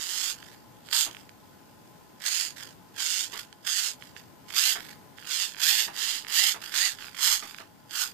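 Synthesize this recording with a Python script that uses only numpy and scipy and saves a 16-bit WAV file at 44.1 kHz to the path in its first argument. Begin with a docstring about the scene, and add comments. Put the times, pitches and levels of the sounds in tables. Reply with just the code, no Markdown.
"""A hobby servo, already whirring faintly, is heard first; it swings to and fro in short bursts over a fan hum.
It sits on a stone kitchen counter, close to the right of a phone with two microphone ports, in a small room.
Its motor spins up and brakes while gear teeth whine and rattle in the plastic case. Between moves, drive
pulses tick the gears and the case rocks on the stone. Behind it a laptop fan is made of shaped noise and
wavering tones. The servo is built from tooth impacts timed by the rotor and passed through case resonances."""
import sys
import numpy as np
from scipy import signal
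from scipy.fft import rfft, irfft, next_fast_len
from scipy.io import wavfile
from scipy.ndimage import uniform_filter1d

SR = 44100
rng = np.random.default_rng(int(sys.argv[2]) if len(sys.argv) > 2 else 0)


def wrap_up_sound(samples):
    """Save the sound to the file named by the first command line argument, as 16-bit audio."""
    columns = np.atleast_2d(samples).T
    # keep every value between -1 and 1, then stretch to whole-number steps
    tamed = np.clip(columns, -1, 1)
    steps = np.round(tamed * 32767).astype(np.int16)
    wavfile.write(sys.argv[1], SR, steps)


N = 358533
TIME = np.arange(N) / SR

# All levels are relative, ahead of the later mix gains.
# room tone, spectral density: (f/Hz, level/dB)
AIR_COLOUR = [(15, -32), (25, -32), (109, -5.5), (293, -7), (363, -11), (404, -12), (769, -15.5), (856, -8),
              (952, -17.5), (1030, -10.5), (1150, -25.5), (1240, -18), (2370, -26.5), (10600, -33),
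              (15000, -27.5)]
# laptop fan tones: (f/Hz, level/dB)
FAN_TONES = [(102.3, -88), (678.3, -79.5), (845.2, -71.5), (1017, -72), (1475, -79)]
# plastic on stone: (f/Hz, level/dB)
KNOCK_COLOUR = [(100, -22), (300, -10), (550, -9), (900, -2), (1700, 0), (3000, -6), (6000, -15),
                (15000, -32)]
# the case rocking on the stone: (t/s, peak level/dB)
KNOCKS = [(1.063, -35), (3.329, -36.5), (3.343, -41), (4.754, -29.5), (5.876, -33.5), (6.543, -33.5),
          (7.424, -32.5), (7.597, -39)]
# the dull push of one drive pulse: (f/Hz, level/dB)
PUSH_COLOUR = [(200, -26), (800, -16), (1500, 2), (2300, 0), (3300, -2), (4500, -12), (8000, -32),
               (15000, -29)]
# runs of drive pulses taking up the gear play: (start t/s, pulse count, peak level/dB, treble level/dB)
TICKS = [(0.428, 1, -31, -12), (.8875, 1, -28, -4.5), (1.1114, 1, -41.5, 12.5), (1.148, 2, -28.5, -22),
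         (1.293, 1, -35.5, -1), (2.2084, 1, -34, -8), (2.9676, 1, -36, -3), (3.3669, 1, -27, -18),
         (3.5272, 1, -35.5, 3.5), (4.0239, 1, -27, -26), (4.1653, 1, -26.5, -18), (4.5057, 1, -25, -29.5),
         (4.805, 1, -27.5, 0), (5.1848, 1, -29.5, -22), (5.226, 2, -33, -27), (5.5467, 3, -28, -19),
         (6.2479, 2, -26, -20), (6.7405, 1, -18, -5), (6.987, 1, -27.5, -15), (7.0242, 2, -25.5, -22),
         (7.083, 1, -29, -27), (7.1466, 2, -29, -18), (7.1922, 1, -24.5, -5), (7.5461, 1, -26, -19),
         (7.5856, 1, -27.5, -15), (7.9087, 1, -37.5, 14)]
# slow corrections of the arm between moves: (start t/s, length t/s, effort level/dB)
CRAWLS = [(0.367, 0.17, -54.5), (0.861, 0.034, -54), (1.1, 0.11, -57), (2.576, 0.056, -43.5),
          (2.67, .035, -57.5), (3.328, 0.075, -39.5), (4.01, 0.072, -54.5), (4.172, 0.018, -50.5),
          (4.494, 0.033, -46), (4.775, .138, -47), (5.179, .075, -53), (5.58, .01, -46), (6.235, .04, -50),
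          (6.622, 0.062, -40), (6.984, .1, -45), (7.151, .03, -47.5), (7.424, .085, -45), (7.57, .025, -52)]
# slow, soft tooth contact: (f/Hz, level/dB)
CREEP_COLOUR = [(200, -37), (600, -18.5), (1100, -7), (1650, 3.5), (2400, -3), (3300, 1.5), (4100, -10),
                (4900, 1.5), (6000, -16.5), (15000, -11)]
# moves of the arm: (start t/s, braking start t/s, top rotor speed f/Hz, effort level/dB, attack t/s,
# sag/dB per s, release t/s, body level/dB, bite level/dB, sizzle level/dB, whine level/dB)
MOVES = [ (-.06, 0.291, 190.4, -36.5, 0.072, -11.5, 0.071, 5, 4.5, 3.5, -37),
         (.912, 1.006, 181.8, -23, 0.019, 28, .083, 3.5, 6.5, 6.5, -25),
         (2.222, 2.405, 184.9, -27.5, 0.038, 24, 0.13, 3, 4.5, 1, -33),
         (2.967, 3.221, 197.3, -28.5, 0.034, 20.5, 0.083, 0.5, 4, 1, -25),
         (3.651, 3.878, 217.3, -28.5, .02, 26, 0.07, 0, 4.5, 1.5, -15),
         (4.525, 4.69, 220, -24, .038, 5, .092, -2, 1.5, 5, -13),
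         (5.251, 5.419, 200, -28, 0.064, 25, 0.13, 1.5, 2, 1, -22),
         (5.586, 5.82, 220, -20.8, .046, 42, .073, -2, .5, 5.5, -11.5),
         (5.934, 6.151, 209, -28.5, 0.054, 13, .09, 3, 0, 0.5, -29),
         (6.285, 6.48, 219, -21, .075, 34, .082, -1, 1.5, 5, -12),
         (6.714, 6.845, 215.1, -25, 0.04, 15.5, 0.11, 5.5, 1.5, 1, -9),
         (7.168, 7.319, 218.2, -24.5, 0.07, 31, .112, 7, 4.5, 6.5, -21),
         (7.911, 8., 174.5, -29.5, 0.05, 8, .11, 9.5, 4.5, 8, -24)]
# how the case radiates: (f/Hz, level/dB)
CASE_COLOUR = [(200, -40), (550, -46.5), (800, -18), (1100, -13.5), (1450, -4.5), (2000, -4), (2500, -8),
               (3400, -3), (5200, -22.5), (6050, -22), (7300, -11.5), (9000, -11.5), (11000, -18),
               (12500, -6), (14500, -15.5)]
# its resonances: (f/Hz, width f/Hz, level/dB)
CASE_MODES = [(2783, 750, 7), (3210, 370, 5.5), (3624, 204, 7.5), (4197, 317, 11.5), (4685, 514, 15.5),
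              (5123, 560, 15.5), (5637, 710, 14.5), (6510, 810, 13.5), (6750, 1170, 5), (7840, 1300, 7.5),
              (9600, 1200, 5.5)]
# tones of the running gears: (multiple of rotor speed, level/dB); 10 is the pinion's mesh, flanked by sidebands
GEAR_TONES = [(9, -8), (10, 0), (11, -10), (14, -7), (15, -5), (20, -7)]
# shading of the far microphone port: (f/Hz, level/dB)
PORT_SHADE = [(300, -5.5), (900, -13.5), (1500, -24), (4400, -28), (7000, -25.5), (10000, -15.5),
              (14000, -20)]

DRIVE_HZ = 49.5
HOLDING_DB = -68  # effort of holding still
TAKE_UP_S = .011  # the gear play closes just before the start
# effort at the start and after the release time; braking bites gradually
ONSET_DB, RELEASE_DB, RELEASE_CURVE = -17.5, -22, 1.97
CRAWL_ATTACK_S, CRAWL_RELEASE_S = .012, .023
STRAY_DB, STRAY_SCATTER_DB = 5.5, 4.5  # faint crawl pulses: level above the effort, spread
AIR_DB, AIR_WANDER_DB = -53, 1.3
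TOP_HZ = 14750  # upper edge of the microphone path


def undb(db):
    """Decibels to gain."""
    return 10 ** (np.asarray(db) / 20)


def unit(x):
    """Scale to rms 1."""
    return x / np.sqrt(np.mean(x ** 2))


def walk(rate):
    """Smooth random wander with a spread near 1."""
    k = int(SR / rate)
    steps = np.repeat(rng.standard_normal(N // k + 1), k)
    return 1.3 * uniform_filter1d(uniform_filter1d(steps, k), k)[:N]


def response(points, modes=(), size=4096):
    """Causal impulse response of a (Hz, dB) outline with resonances on top."""
    f = np.arange(size // 2 + 1) * SR / size + 1
    hz, outline_db = np.transpose(points)
    db = np.interp(np.log(f), np.log(hz), outline_db)
    db = db + sum(peak / (1 + (2 * (f - centre) / width) ** 2) for centre, width, peak in modes)
    # folding the cepstrum gives minimum phase
    cepstrum = irfft(np.log(undb(db)))
    cepstrum[1:size // 2] *= 2
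    cepstrum[size // 2 + 1:] = 0
    return irfft(np.exp(rfft(cepstrum)))


def ring(x, impulse):
    """Pass a sound through an impulse response."""
    return signal.fftconvolve(x, impulse)[:N]


def band(x, hz, kind):
    """Gentle low-pass or high-pass."""
    return signal.sosfilt(signal.butter(2, min(hz, SR / 2 - 1), kind, fs=SR, output="sos"), x)


def below(x, hz):
    """The part of a sound below a frequency, without delay."""
    return signal.sosfiltfilt(signal.butter(4, hz, fs=SR, output="sos"), x)


def clicks(times, sizes):
    """Impulses at the given times."""
    out = np.zeros(N)
    np.add.at(out, np.clip(np.round(times * SR).astype(int), 0, N - 1), sizes)
    return out


def room_tone():
    """Fan air and wavering fan tones, partly shared by both microphone ports."""
    shared = rng.standard_normal(N)
    air = np.array([unit(ring(.43 * shared + rng.standard_normal(N), response(AIR_COLOUR)))
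                    for _ in range(2)])
    hum = np.zeros(N)
    for hz, db in FAN_TONES:
        level = undb(db + .47 * walk(9)) * np.sqrt(2)
        turns = np.cumsum(hz + 4 * walk(25)) / SR
        hum += level * np.sin(2 * np.pi * turns)
    port_gains = undb([[1.2], [-1.5]])
    return (air * undb(AIR_DB + AIR_WANDER_DB * walk(4.92)) + undb(1.5) * hum) * port_gains


def tail(t60):
    """Dense decaying reflections of unit energy."""
    t = TIME[:SR // 2]
    h = rng.standard_normal(len(t)) * undb(-60 * t / t60) * (1 - np.exp(-t / .001))
    return h / np.linalg.norm(h)


def glance(x, delay_s=.0007064, swing=.34):
    """A near reflection whose path keeps changing as arm, hand and phone move."""
    return np.interp(TIME - delay_s * (1 + swing * walk(3)), TIME, x)


def disperse(x, spread_s=.0012):
    """Bending waves smear a blow: the treble crosses the case first, the lows later."""
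    size = next_fast_len(N + SR // 10)
    f = np.arange(size // 2 + 1) * SR / size
    phase = 4 * np.pi * spread_s * np.sqrt(3000 * f)
    return irfft(rfft(x, size) * np.exp(-1j * phase), size)[:N]


def knocks():
    """The recoil tips the case, which chatters briefly on the stone."""
    out = np.zeros(N)
    for s, peak_db in KNOCKS:
        blow = signal.fftconvolve(response(KNOCK_COLOUR), tail(.19))
        out += ring(clicks(np.array([s]), undb(peak_db)), blow / abs(blow).max())
    return undb(.5) * out


def crawl_effort():
    """Each correction swells quickly, holds and dies away."""
    out = np.zeros(N)
    for start, length, db in CRAWLS:
        swelling = np.minimum(TIME - start, 0) / CRAWL_ATTACK_S
        dying = np.maximum(TIME - start - length, 0) / CRAWL_RELEASE_S
        out += undb(db) * np.exp(swelling - dying)
    return out


def stray_pulses():
    """During a crawl each drive pulse catches the gears with a strength of its own."""
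    s = np.arange(0, TIME[-1], 1 / DRIVE_HZ)
    scatter = np.clip(rng.standard_normal(len(s)), -2, 2)
    return clicks(s, undb(STRAY_DB + STRAY_SCATTER_DB * scatter)) * crawl_effort()


def ticks():
    """Drive pulses, single, in short runs or stray, tick dully; brighter ones also ring the case."""
    pulses = [(start + k / DRIVE_HZ, peak, treble)
              for start, count, peak, treble in TICKS for k in range(round(count))]
    s, peak_db, treble_db = np.transpose(pulses)
    push, case = response(PUSH_COLOUR), response(CASE_COLOUR, CASE_MODES)
    dull = ring(clicks(s, undb(peak_db)) + stray_pulses(), push / abs(push).max())
    bright = ring(clicks(s, undb(peak_db + treble_db)), case / abs(case).max())
    return band(undb(-2.5) * dull + undb(-1.5) * disperse(bright), 9000, "low")


def per_move(column):
    """Hold each move's value until the next move begins."""
    starts = np.array(MOVES)[:, 0]
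    return column[np.maximum(np.searchsorted(starts, TIME) - 1, 0)]


def rotor_speed(spin_up=.052, coasting=1.15, creep_hz=55):
    """The rotor nears its top speed exponentially, brakes near the goal, and creeps between moves."""
    hz = np.full(N, 1. * creep_hz)
    for start, brake, top_hz, _, _, _, release, *_ in MOVES:
        rise = 1 - np.exp(-np.maximum(TIME - start, 0) / spin_up)
        slowing = np.exp(-(np.maximum(TIME - brake, 0) / (coasting * release)) ** 2)
        hz = np.maximum(hz, top_hz * rise * slowing)
    return hz


def move_effort():
    """Effort climbs as the motor starts, sags as the arm gets going and falls away under braking."""
    out = np.zeros(N)
    for start, brake, _, effort_db, attack, sag, release, *_ in MOVES:
        engaged = np.exp(np.minimum(TIME - start, 0) / TAKE_UP_S)
        rising = np.clip(1 - (TIME - start) / attack, 0, 1)
        braking = np.maximum(TIME - brake, 0) / release
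        sag_db = sag * np.clip(TIME - start - attack, 0, brake - start)  # a negative sag climbs
        level_db = effort_db + ONSET_DB * rising - sag_db + RELEASE_DB * braking ** RELEASE_CURVE
        out += engaged * undb(level_db)
    return out


def impacts(turns, count, slop, scatter_db, wear_db):
    """Blows repeated count times a turn: each tooth has its own size, each blow its own slop."""
    chance = rng.standard_normal((N // 8, 2))
    wear = rng.standard_normal(count)
    k = np.arange(int(turns[-1] * count))
    times = np.interp((k + slop * chance[k, 0]) / count, turns, TIME)
    sizes = undb(scatter_db * np.clip(chance[k, 1], -2, 2) + wear_db * wear[k % count])
    return unit(clicks(times, sizes))


def whine(turns, running, resonance_hz=2070, width_hz=260):
    """Mesh tones glide with the rotor and swell as they meet a case resonance."""
    angle = 2 * np.pi * turns
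    tones = sum(undb(db + 1.5 * walk(40)) * np.sin(order * angle) for order, db in GEAR_TONES)
    mesh_hz = 10 * np.gradient(turns) * SR
    swell = .55 + .75 / (1 + (2 * (mesh_hz - resonance_hz) / width_hz) ** 2)
    # near full speed the fourth order sings too
    fourth = undb(-20) * running ** 16 * np.sin(4 * angle)
    return tones * swell * running ** 3 + fourth


def gears():
    """A ten-tooth pinion and the next stage rattle the case; one harder snap comes each turn."""
    body, bite, sizzle, mesh = (per_move(undb(db)) for db in np.transpose(MOVES)[-4:])
    hz = rotor_speed() * (1 + .004 * walk(60))
    turns = np.cumsum(hz) / SR
    running = np.clip(hz / 200, 0, 1)
    teeth = impacts(turns, count=10, slop=.27, scatter_db=3, wear_db=2.5)
    second_stage = impacts(turns * .21, count=12, slop=.25, scatter_db=2, wear_db=2)
    snap = impacts(turns, count=1, slop=.008, scatter_db=4.5, wear_db=0)
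    force = disperse(teeth + undb(-6.5) * second_stage)
    force = force + undb(-9.5) * running ** 2 * snap
    force = force + undb(-3) * rng.standard_normal(N)
    # the drive is refreshed about 50 times a second, so the torque throbs, most of all at low speed
    throb = np.cos(2 * np.pi * DRIVE_HZ * TIME + walk(8))
    force = force * undb((5 - 5.4 * running) * throb + 1.26 * walk(90))
    case = unit(ring(force, response(CASE_COLOUR, CASE_MODES)))
    # load and direction press different tooth flanks together, which colours each move
    low, middle, high = (below(case, edge_hz) for edge_hz in (1500, 5000, 11000))
    case = body * low + (middle - low) + bite * (high - middle) + sizzle * (case - high)
    # at a crawl single teeth slip over each other
    slips = impacts(turns, count=2, slop=.35, scatter_db=3, wear_db=-3)
    creep = unit(ring(force + 2 * slips, response(CREEP_COLOUR)))
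    effort = np.maximum(move_effort(), crawl_effort()) + undb(HOLDING_DB)
    rattle = undb(-2) * (.37 + .47 * running) * case
    crawl = undb(1.5) * (1 - running) ** 2 * creep
    return effort * (rattle + crawl + mesh * whine(turns, running))


def scene():
    """The servo faces the right port; counter, laptop and a soft, dull room reverberation reflect it."""
    servo = undb(7) * (gears() + ticks() + knocks())
    right = servo + undb(-8.5) * glance(servo) + undb(-19) * ring(servo, tail(.11))
    shaded = undb(5) * ring(servo, response(PORT_SHADE))
    # the left channel leads by a few samples and hears more scattered sound
    direct = np.roll(shaded, -3)
    left = direct + undb(-29) * glance(shaded) + undb(6.5) * ring(shaded, tail(.12))
    soft = band(servo, 5500, "low")
    room = np.array([ring(soft, tail(.13)) for _ in range(2)])
    # the low rumble dips while the servo is loud
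    loudness = uniform_filter1d(abs(servo), SR // 40)
    air = room_tone()
    air = air - below(air, 256) * loudness / np.hypot(loudness, undb(-30))
    return undb(-1) * np.array([left, right]) + undb(-26) * room + air


def record(dry):
    """The phone rounds the highest peaks and cuts the top."""
    rounded = np.tanh(1.3 * dry) / 1.3
    return signal.sosfilt(signal.ellip(14, .2, 80, TOP_HZ, fs=SR, output="sos"), rounded)


dry = scene()
out = record(dry)
wrap_up_sound(out)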